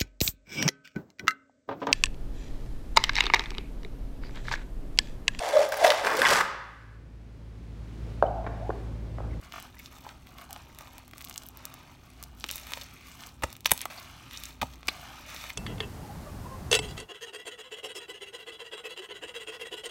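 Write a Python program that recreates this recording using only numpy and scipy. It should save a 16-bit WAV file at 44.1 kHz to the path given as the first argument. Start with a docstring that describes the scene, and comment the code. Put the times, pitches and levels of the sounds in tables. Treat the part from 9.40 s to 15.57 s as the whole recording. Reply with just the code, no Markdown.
"""A soft fizz and squish of squeezed foam over a low room rumble, with sharp pops and squirts throughout.
Foamy slime is folded, squeezed, pulled out and clapped together by hand, close to a microphone in a small room.
The sound stutters briefly near the start.
Foam is dense trains of tiny ringing bursts under force envelopes; pops are a film click plus a ringing cavity.
Squirts and blowouts mix a flapping tone, resonant air noise and spray; background is noise and wavering tones."""
import sys
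import numpy as np
from scipy import signal
from scipy.fft import irfft
from scipy.io import wavfile
from scipy.ndimage import uniform_filter1d

SR = 44100
rng = np.random.default_rng(int(sys.argv[2]) if len(sys.argv) > 2 else 0)


def inscribe(sig):
    """Save sig as 16-bit PCM at rate SR to the path in sys.argv[1].

    A 1-D sig is mono; a 2-D sig holds one channel per row.
    Samples are clipped to [-1, 1] before scaling.
    """
    pcm = np.round(np.clip(np.atleast_2d(sig).T, -1, 1) * 32767)
    wavfile.write(sys.argv[1], SR, pcm.astype(np.int16))


N = 272097

# rumble spectrum: freq_hz, relative_db_per_hz
RUMBLE_SPECTRUM = [(15, -46), (30, -3), (45, -2), (75, 0.5), (135, -1.5), (195, -8), (270, -9.5),
                   (340, -12), (430, -19), (650, -27), (1500, -40)]
# hiss spectrum: freq_hz, relative_db_per_hz
HISS_SPECTRUM = [(300, 5), (1100, -1), (1700, -10), (2800, 1.5), (5000, -13), (9000, -18), (16000, -19)]
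# swell and fade of the low drone: time_s, level_db
DRONE_SWELL = [(0.0, -56), (2.06, -57.5), (2.15, -52), (2.51, -71), (2.8, -49.5), (3.54, -56), (3.57, -63),
               (3.99, -55), (4.04, -48), (4.18, -65), (4.33, -49), (4.36, -65), (4.83, -60), (5.05, -48.5),
               (5.19, -53), (5.22, -42.5), (5.55, -57.5), (6.17, -54)]
# decay of the room tail: freq_hz, t60_s
TAIL_T60 = [(200, .3), (1000, 0.18), (3000, 0.23), (7000, 0.38), (15000, 0.35)]
# colour of the room tail: freq_hz, gain_db
TAIL_COLOUR = [(200, 0.5), (1000, 3.5), (3000, 2.5), (6000, 0.5), (10000, -2), (16000, -11)]
# microphone response: freq_hz, gain_db
MICROPHONE_RESPONSE = [(20, 0), (50, -2.5), (1250, -0.5), (1420, -7), (1600, -3.5), (4300, 1), (4800, -2.5),
                       (5400, 0), (9600, -2.5), (10300, -8), (11200, -3.5), (16000, -2.5)]
# spectrum of the small foam cells: freq_hz, relative_db_per_hz
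FIZZ_SPECTRUM = [(600, -20), (1400, 3.5), (2400, 3), (3800, -5), (4800, -6), (6300, -9), (8000, -16.5),
                 (10300, -13), (12500, -19), (16000, -28)]
# spectrum of the large foam cells: freq_hz, relative_db_per_hz
SQUISH_SPECTRUM = [(200, -31), (420, -14.5), (600, -1.5), (800, 1), (1100, -0.5), (1450, 0.5), (2200, -15),
                   (4000, -28), (12000, -48)]
# spectrum of the fine snaps: freq_hz, relative_db_per_hz
CRACKLE_SPECTRUM = [(400, -13), (1200, -18), (3000, 1), (6500, 1.5), (9000, -1.5), (10300, -2),
                    (12500, 1.5), (16000, -0.5)]
# foam that is only held, before the layer trims: fizz_db, squish_db, crackle_db
HELD_LEVELS_DB = [-67.5, -66, -73.5]
# fingers squeeze or fold the foam, before the layer trims: start_s, length_s, fizz_db, squish_db, crackle_db
SQUEEZE_STROKES = [(0, .05, -57, -56.5, -63.5), (0.1, .15, -54.5, -58, -60.5),
                   (0.362, .11, -59.5, -84, -61.5), (0.488, 0.087, -60, -60, -60),
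                   (0.617, .09, -59, -54, -62.5), (0.844, .09, -65.5, -59, -66),
                   (0.951, .08, -57.5, -54.5, -63.5), (1.08, .13, -59, -59, -68),
                   (1.211, 0.15, -66, -63.5, -71), (1.361, .12, -61, -56.5, -65.5),
                   (1.489, .1, -59, -60, -67), (1.727, .33, -65.5, -62, -61.5),
                   (2.618, 0.14, -67, -74, -71.5), (2.762, 0.056, -60, -62, -68),
                   (2.956, .11, -63.5, -74, -61), (3.092, .08, -68, -77, -51.5),
                   (3.252, .17, -54, -56.5, -55), (3.631, .12, -58, -62, -56.5),
                   (3.763, .11, -55, -58, -58), (4.017, .1, -54.5, -54, -60),
                   (4.245, .09, -49.5, -58.5, -50), (4.422, 0.085, -48.5, -48.5, -60),
                   (4.533, 0.056, -58.5, -56, -58.5), (4.892, .2, -52.5, -61, -56),
                   (5.221, .12, -62.5, -61, -60.5), (5.598, .22, -60, -56, -72),
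                   (5.857, .14, -47.5, -58.5, -56.5), (5.976, .12, -48.5, -55, -53.5)]
# foam is pulled into a sheet, before thinning and trims: start_s, length_s, fizz_db, squish_db, crackle_db
PULL_STROKES = [(2.112, .4, -57.5, -54.5, -68), (3.043, .6, -53, -57, -53.5), (4.232, .66, -50.5, -48, -52),
                (5.435, .5, -50.5, -50.5, -55)]
# decay as the sheet thins: fizz_db_per_s, squish_db_per_s, crackle_db_per_s
THINNING_RATES_DB_PER_S = [8.5, 21.5, 28.5]
# foam level sinks over this span, then jumps back: start_s, end_s
HUSH_SPAN_S = (3.93, 4.5)
# little air squirts from a fold: start_s, length_s, level_db, start_pitch_hz, q
SQUELCH_EVENTS = [(.137, 0.0094, -41, 1300, 2.2), (.138, .014, -49, 2630, 3.5),
                  (0.343, .0075, -53, 1830, 4.1), (0.367, 0.0082, -51, 1980, 5.1),
                  (0.392, .012, -47, 2330, 5), (0.666, .003, -37.5, 885, 9.5),
                  (0.676, 0.0064, -51, 860, 3.3), (1.012, 0.016, -48, 1453, 2.4),
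                  (1.092, 0.049, -53.5, 798, 5.6), (1.16, 0.0095, -45.5, 840, 7.4),
                  (1.406, 0.012, -51, 930, 6.9), (1.734, 0.0032, -40, 1510, 0.5),
                  (1.76, 0.0032, -50, 1330, 1.2), (3.044, 0.0068, -43, 388, 2),
                  (3.091, 0.0024, -29.5, 2900, 3.5), (3.158, 0.001, -26, 14500, 4.8),
                  (3.373, 0.0048, -44, 750, 1.3), (3.411, 0.016, -46, 3360, 0.7),
                  (4.2572, .018, -36, 12430, 1.1), (4.262, .0077, -30.5, 6080, 10),
                  (4.414, 0.031, -43.5, 2650, 0.82), (4.415, .0015, -26.5, 11280, 3.6),
                  (4.456, 0.00197, -24.5, 1080, 1.7), (4.575, 0.027, -48.5, 4570, 3),
                  (4.928, .046, -48.5, 3320, 2.6), (5.4817, 0.007, -28, 4950, 1.25),
                  (5.491, 0.0066, -35, 4120, 16), (6.097, .011, -39, 2240, 3.6)]
# individually placed bubbles, before the pop trims: start_s, cavity_db, pitch_hz, film_db
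POP_EVENTS = [(.123, -6, 2200, -49), (.2002, -11, 2040, -19), (.2259, -20, 1020, -19),
              (.4597, -10.5, 4320, -25), (.585, -37, 3000, -29), (.691, -10, 2460, -58),
              (.871, -14.5, 2190, -28.5), (.9854, -9.5, 1680, -39), (1.014, -17, 2500, -27),
              (1.1081, -12, 2030, -18), (1.1298, -16, 710, -11.5), (1.1623, -8, 1410, -55),
              (1.3483, -30, 4500, -29), (1.3877, -16, 2380, -16.5), (1.4099, -9, 1120, -24),
              (1.4735, -13, 1680, -37), (1.582, -13, 1860, -18.5), (1.6798, -18, 1090, -25),
              (1.712, -20, 2220, -26.5), (1.7813, -17, 2160, -17.5), (1.8153, -10.5, 2020, -34),
              (1.8443, -15.5, 3930, -20), (1.8488, -11, 14000, -17), (1.8973, -12, 1030, -13.5),
              (1.9113, -7.5, 1480, -47), (1.9416, -14, 5270, -25), (1.96, -8.5, 2900, -18.5),
              (1.9787, -3, 7200, -11), (2.0353, -26, 3320, -22.5), (2.0655, -10, 13800, -38),
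              (2.0873, -11, 14000, -22.5), (2.1726, -13, 14100, -25), (2.2539, -12, 1230, -8.5),
              (2.3408, -14, 1600, -17.5), (2.8277, -12, 1300, -14), (2.838, -18, 5700, -15.5),
              (3.0084, -13.5, 4530, -45), (3.0416, 6, 1900, -44), (3.0881, -20, 5000, -15),
              (3.0915, -4.5, 2600, -32), (3.1028, -1.5, 2460, -40), (3.1126, -16, 1090, -5),
              (3.1247, -12, 1890, -17), (3.1575, -12, 1780, -13), (3.1683, -23, 860, -18),
              (3.1808, -8.5, 2970, -17), (3.27, -9, 1610, -42), (3.3089, -9, 1870, -20),
              (3.3207, -1, 1570, -13.5), (3.3357, 5.5, 2420, -45), (3.3739, -4, 1110, -45),
              (3.4135, -7, 3340, -40), (3.8368, -9, 2280, -47), (3.871, -14, 1010, -19),
              (4.0323, -7, 1300, -28), (4.1283, -24, 3930, -17.5), (4.1662, -17, 2420, -20.5),
              (4.207, -27, 3900, -23.5), (4.247, -10.5, 4450, -49), (4.2589, 18, 2420, 1),
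              (4.2745, -3, 1640, -45), (4.3093, 4, 2220, -3), (4.336, 2, 11600, -45),
              (4.3775, -13, 3510, -10), (4.4548, -7, 1330, -10), (4.4601, -10, 830, -26),
              (4.911, -8.5, 2210, -43), (4.9742, -4.5, 4930, -45), (5.0368, -8.5, 3590, -11.5),
              (5.0553, -6, 6940, -34), (5.2217, 2.5, 1300, -16), (5.2296, 1.5, 1480, -23),
              (5.337, -17.5, 3640, -56), (5.4308, -9, 1160, -37.5), (5.4724, -23, 4100, -17.5),
              (5.9468, -8.5, 677, -17.5), (5.9638, -6, 2870, -40.5), (6.0407, -7, 1395, -41.5),
              (6.1033, -1.5, 1770, -51)]
# fresh fold sets off small bubbles, before spread and pop trims: start_s, length_s, level_db
FLURRY_EVENTS = [(1.741, .3, -16.5), (3.047, .25, -14.5), (4.1, .06, -20.5), (4.271, .16, -10)]
# clap blows out a big air pocket: start_s, length_s, pitch_factor, thud_db, gulp_db, splat_db, spit_db
BLOWOUT_EVENTS = [(4.0218, 0.0075, 1.17, -50, -39, -43, -47), (4.0342, .008, 0.72, -34, -28, -24.5, -35),
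                  (4.255, 0.0083, 0.95, -58, -55, -31, -34), (4.3154, .005, 1, -36, -22, -19.5, -11.5),
                  (5.214, 0.0095, 1.1, -44, -31, -30.5, -40.5), (5.227, 0.0077, 0.78, -35, -27, -54, -60),
                  (5.4832, 0.00562, 1, -52, -45, -22, -39)]
# thud, gulp, splat, spit, before the row's factors: delay_s, length_factor, start_hz, end_hz, q
BLOWOUT_GAPS = [(.004, 2.4, 215, 71, 1.4), (.0005, 1.2, 1268, 670, 1.22), (.0003, 1.05, 2498, 1866, 0.82),
                (.0002, .9, 13000, 9500, 2.6)]

RUMBLE_DB, HUM_DB, HISS_DB = -53.5, -64, -65.5
LOWPASS_HZ = 16100
SQUEEZE_ATTACK_S, SQUEEZE_RELEASE_S = .035, .04
PULL_ATTACK_S, PULL_RELEASE_S = .08, .064
HUSH_DB = -13.5
SQUELCH_SINK = .89  # end pitch over start pitch: the pocket widens as it opens
POP_Q_AT_2KHZ, POP_Q_RISE = .57, .71  # smaller cavities ring for more cycles


def gain_of(db):
    """Decibels to gain."""
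    return 10 ** (np.asarray(db) / 20)


def evened(x):
    """Scales to rms 1."""
    return x / np.sqrt(np.mean(x ** 2) + 1e-20)


def read(points, hz):
    """Interpolates a table on a log-frequency axis."""
    table_hz, value = np.transpose(points)
    return np.interp(np.log(hz + 1), np.log(table_hz + 1), value)


def add(mix, start_s, sound):
    """Mixes a sound in at start_s."""
    part = mix[max(round(start_s * SR), 0):][:len(sound)]
    part += sound[:len(part)]


def colour(x, points, size=8192):
    """Minimum-phase filter with the given spectrum; clicks keep their sharp front."""
    gain_db = np.maximum(read(points, abs(np.fft.fftfreq(size, 1 / SR))), -100)
    log_gain = np.log(gain_of(gain_db))
    taps = np.fft.ifft(np.exp(np.conj(signal.hilbert(log_gain)))).real
    return signal.oaconvolve(x, taps[:size // 2])[:len(x)]


def resonate(x, hz, width_hz):
    """Resonance that follows the pitch curve hz: shift to zero, smooth, shift back."""
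    turn = np.exp(2j * np.pi * np.cumsum(hz * np.ones(len(x))) / SR)
    r = np.exp(-np.pi * width_hz / SR)
    return 2 * (turn * signal.lfilter([1 - r], [1, -r], x / turn)).real


def wavering(hz, drift_hz):
    """Tone of rms 1 whose pitch wanders by drift_hz rms."""
    drift = drift_hz * evened(uniform_filter1d(rng.standard_normal(N), SR // 25))
    return np.sqrt(2) * np.sin(2 * np.pi * np.cumsum(hz + drift) / SR)


def background():
    """Low rumble, swelling drone, steady hum, faint hiss."""
    rumble = gain_of(RUMBLE_DB) * evened(colour(rng.standard_normal(N), RUMBLE_SPECTRUM))
    swell_db = np.interp(np.arange(N) / SR, *np.transpose(DRONE_SWELL))
    drone = gain_of(swell_db) * wavering(hz=60.0, drift_hz=2.74)
    hum = gain_of(HUM_DB) * wavering(hz=254.0, drift_hz=5.33)
    hiss = gain_of(HISS_DB) * evened(colour(rng.standard_normal(N), HISS_SPECTRUM))
    return rumble + drone + hum + hiss


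def room(x, tail_db=-22):
    """Faint tail of a small furnished room: noise that decays at its own rate in each band."""
    t = np.arange(SR // 2) / SR
    noise = rng.standard_normal(len(t)) * (t > .005)
    hz, frame_s, z = signal.stft(noise, SR, nperseg=256)
    z *= gain_of(read(TAIL_COLOUR, hz)[:, None] - 60 * frame_s / read(TAIL_T60, hz)[:, None])
    tail = signal.istft(z, SR, nperseg=256)[1][:len(t)]
    return x + gain_of(tail_db) * signal.oaconvolve(x, tail / np.linalg.norm(tail))[:N]


def scatter(x, near_db=-7.5, near_s=.0036, move_s=.13, count=7):
    """Quick reflections off hands and desk; a cycle of patterns crossfades as the hands move."""
    t, out = np.arange(SR // 25) / SR, x.copy()
    for k in range(count):
        taps = rng.standard_normal(len(t)) * np.exp(-t / near_s) * (t > .0004)
        away = (np.arange(N) / SR / move_s - k + 1) % count - 1
        share = np.sqrt(np.maximum(1 - abs(away), 0))  # each pose fades into the next
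        out += gain_of(near_db) * signal.oaconvolve(x * share, taps / np.linalg.norm(taps))[:N]
    return out


def stutter(x, start_s=.1355, period_s=.0213, count=3):
    """The sound stutters: one short stretch is heard three times over."""
    start = round(start_s * SR)
    piece = x[start:][:round(period_s * SR)]
    out = x.copy()
    out[start:][:count * len(piece)] = np.tile(piece, count)
    return out


def stroke(length_s, attack_s, release_s):
    """Force envelope: the hands take hold, keep up the force and let go."""
    t = np.arange(int((length_s + .5) * SR)) / SR
    return np.minimum(t / attack_s, 1) * np.exp(-np.maximum(t - length_s, 0) / release_s), t


def strain():
    """Levels of fizz, squish and crackle over time: squeezes and pulls add up in power."""
    power = np.ones((3, N)) * gain_of(HELD_LEVELS_DB)[:, None] ** 2
    for start_s, length_s, *levels_db in SQUEEZE_STROKES:
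        force, t = stroke(length_s, SQUEEZE_ATTACK_S, SQUEEZE_RELEASE_S)
        for layer, db in zip(power, levels_db):
            add(layer, start_s, (force * gain_of(db)) ** 2)
    for start_s, length_s, *levels_db in PULL_STROKES:
        force, t = stroke(length_s, PULL_ATTACK_S, PULL_RELEASE_S)
        for layer, db, thinning in zip(power, levels_db, THINNING_RATES_DB_PER_S):
            add(layer, start_s, (force * gain_of(db - thinning * t)) ** 2)
    hush = np.interp(np.arange(N) / SR, HUSH_SPAN_S, [0, 1], right=0)
    return np.sqrt(power) * gain_of(HUSH_DB * hush)


def ticks(per_s, spread_db):
    """Random train of one-sample bursts, most small and a few large; per_s may be a curve."""
    size = gain_of(spread_db * np.minimum(rng.exponential(1, N), 4))
    sign = rng.choice([-1, 1], N)
    fires = rng.random(N) < per_s / SR
    return evened(size * sign * fires / np.sqrt(per_s))  # power stays even as the rate varies


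def bubbles(per_s, spread_db, low_hz, high_hz, cycles, count=20):
    """Each tiny burst rings briefly at the pitch of its own cell; small cells are higher."""
    bursts, cell, out = ticks(per_s, spread_db), rng.integers(0, count, N), np.zeros(N)
    for k, hz in enumerate(np.geomspace(low_hz, high_hz, count)):
        pole = np.exp((2j * np.pi - 1 / cycles) * hz / SR)  # decays by 1/e in the given cycles
        ring = [1, -2 * pole.real, abs(pole) ** 2]
        out += signal.lfilter([hz, -hz * pole.real], ring, bursts * (cell == k))
    return evened(out)


def foam(fizz, squish, crackle, cells_per_s=3600, snaps_per_s=500, usual_db=-57):
    """Cells tear as slime stretches and peels off skin; strain tears more small cells and sets off more snaps."""
    busy = fizz / gain_of(usual_db)
    small = bubbles(cells_per_s * busy, spread_db=3.0, low_hz=1205, high_hz=12900, cycles=1.47)
    large = bubbles(per_s=1300, spread_db=3.0, low_hz=472, high_hz=2600, cycles=2.1)
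    snaps = ticks(snaps_per_s * busy ** 1.2, spread_db=2.5)
    snaps += 1.2 * bubbles(snaps_per_s * busy, spread_db=5.0, low_hz=2500, high_hz=15700, cycles=1.8)
    out = gain_of(1.85) * fizz * evened(colour(small, FIZZ_SPECTRUM))
    out += gain_of(2.0) * squish * evened(colour(large, SQUISH_SPECTRUM))
    return out + gain_of(4.3) * crackle * evened(colour(snaps, CRACKLE_SPECTRUM))


def pop(cavity_db, hz, film_db, snap_hz=5000, cavity_trim_db=-2.08, snap_trim_db=3.0, size=2048):
    """The film snaps with a bright tick and the opened cavity rings for a cycle or two."""
    f = np.fft.rfftfreq(size, 1 / SR) + 1
    q = POP_Q_AT_2KHZ * (hz / 2000) ** POP_Q_RISE
    cavity = gain_of(cavity_db + cavity_trim_db) / (1 + 1j * q * (f / hz - hz / f)) ** 2
    snap = gain_of(film_db + snap_trim_db) * 1j * f / (snap_hz + 1j * f)
    return irfft(cavity + snap)


def pops(crackle, stray_over_crackle_db=36, film_under_db=-12, spread_db=7, low_hz=1600, high_hz=7000, count=70):
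    """Placed bubbles, flurries of small ones, and strays that burst by chance, likelier where foam crackles."""
    out = np.zeros(N)
    for start_s, *bubble in POP_EVENTS:
        add(out, start_s, pop(*bubble))
    odds = np.cumsum(np.sqrt(crackle))
    strays = np.searchsorted(odds, rng.random(count) * odds[-1])
    small = [(i / SR, 20 * np.log10(crackle[i]) + stray_over_crackle_db) for i in strays]
    for start_s, length_s, db in FLURRY_EVENTS:
        small += [(start_s + length_s * share, db) for share in rng.random(size=9)]
    for start_s, db in small:
        cavity, film, pitch = rng.uniform(-1.26, 1, size=3)
        hz = low_hz * (high_hz / low_hz) ** ((pitch + 1) / 2)
        add(out, start_s, pop(db + spread_db * cavity, hz, db + film_under_db + spread_db * film))
    return out


def squirt(length_s, db, start_hz, end_hz, q, flap=.66, spray_db=-17, spray_hz=5000,
           attack=.073, ring_s=.015, jitter=.27):
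    """Air forces a wet fold open: its lips flap unevenly and drive a pocket whose pitch glides."""
    t = np.arange(int((length_s + ring_s) * SR)) / SR
    air, wobble, spray = rng.standard_normal((3, SR // 8))[:, :len(t)]
    progress = np.minimum(t / length_s, 1)
    hz = start_hz * (end_hz / start_hz) ** progress
    flow = np.minimum(progress / attack, 1) * np.sqrt(1 - progress ** 2)
    unsteady = jitter / np.sqrt(q) * evened(uniform_filter1d(wobble, int(SR / start_hz)))
    lips = evened(flow * np.sin(2 * np.pi * np.cumsum(hz * (1 + unsteady)) / SR))
    width_hz = 2 * start_hz / q
    pocket = evened(resonate(resonate(air * flow, hz, width_hz), hz, width_hz))
    droplets = evened(resonate(spray * flow, spray_hz, 2 * spray_hz))
    sound = evened(flap * lips + (1 - flap) * pocket) + gain_of(spray_db) * droplets
    return gain_of(db) * np.sqrt(length_s * SR / len(t)) * sound


def squelches():
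    """Single squirts, each sinking a little in pitch."""
    out = np.zeros(N)
    for start_s, length_s, db, hz, q in SQUELCH_EVENTS:
        add(out, start_s, squirt(length_s, db, hz, hz * SQUELCH_SINK, q))
    return out


def blowouts():
    """A big pocket empties through several gaps almost at once, from a low thud to a high spit."""
    out = np.zeros(N)
    for start_s, length_s, pitch, *levels_db in BLOWOUT_EVENTS:
        for db, (delay_s, stretch, start_hz, end_hz, q) in zip(levels_db, BLOWOUT_GAPS):
            sound = squirt(length_s * stretch, db, pitch * start_hz, pitch * end_hz, q)
            add(out, start_s + delay_s, sound)
    return out


def scene():
    """The worked slime in its room, over the background."""
    fizz, squish, crackle = strain()
    slime = foam(fizz, squish, crackle) + pops(crackle) + squelches() + blowouts()
    return (stutter(room(scatter(slime))) + background())[None]


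def record(dry):
    """Microphone colour, then a steep low-pass."""
    coloured = colour(dry[0], MICROPHONE_RESPONSE)
    lowpass = signal.firwin(255, LOWPASS_HZ, window=("kaiser", 9), fs=SR)
    return signal.oaconvolve(coloured, lowpass, "same")[None]


dry = scene()
out = record(dry)
inscribe(out)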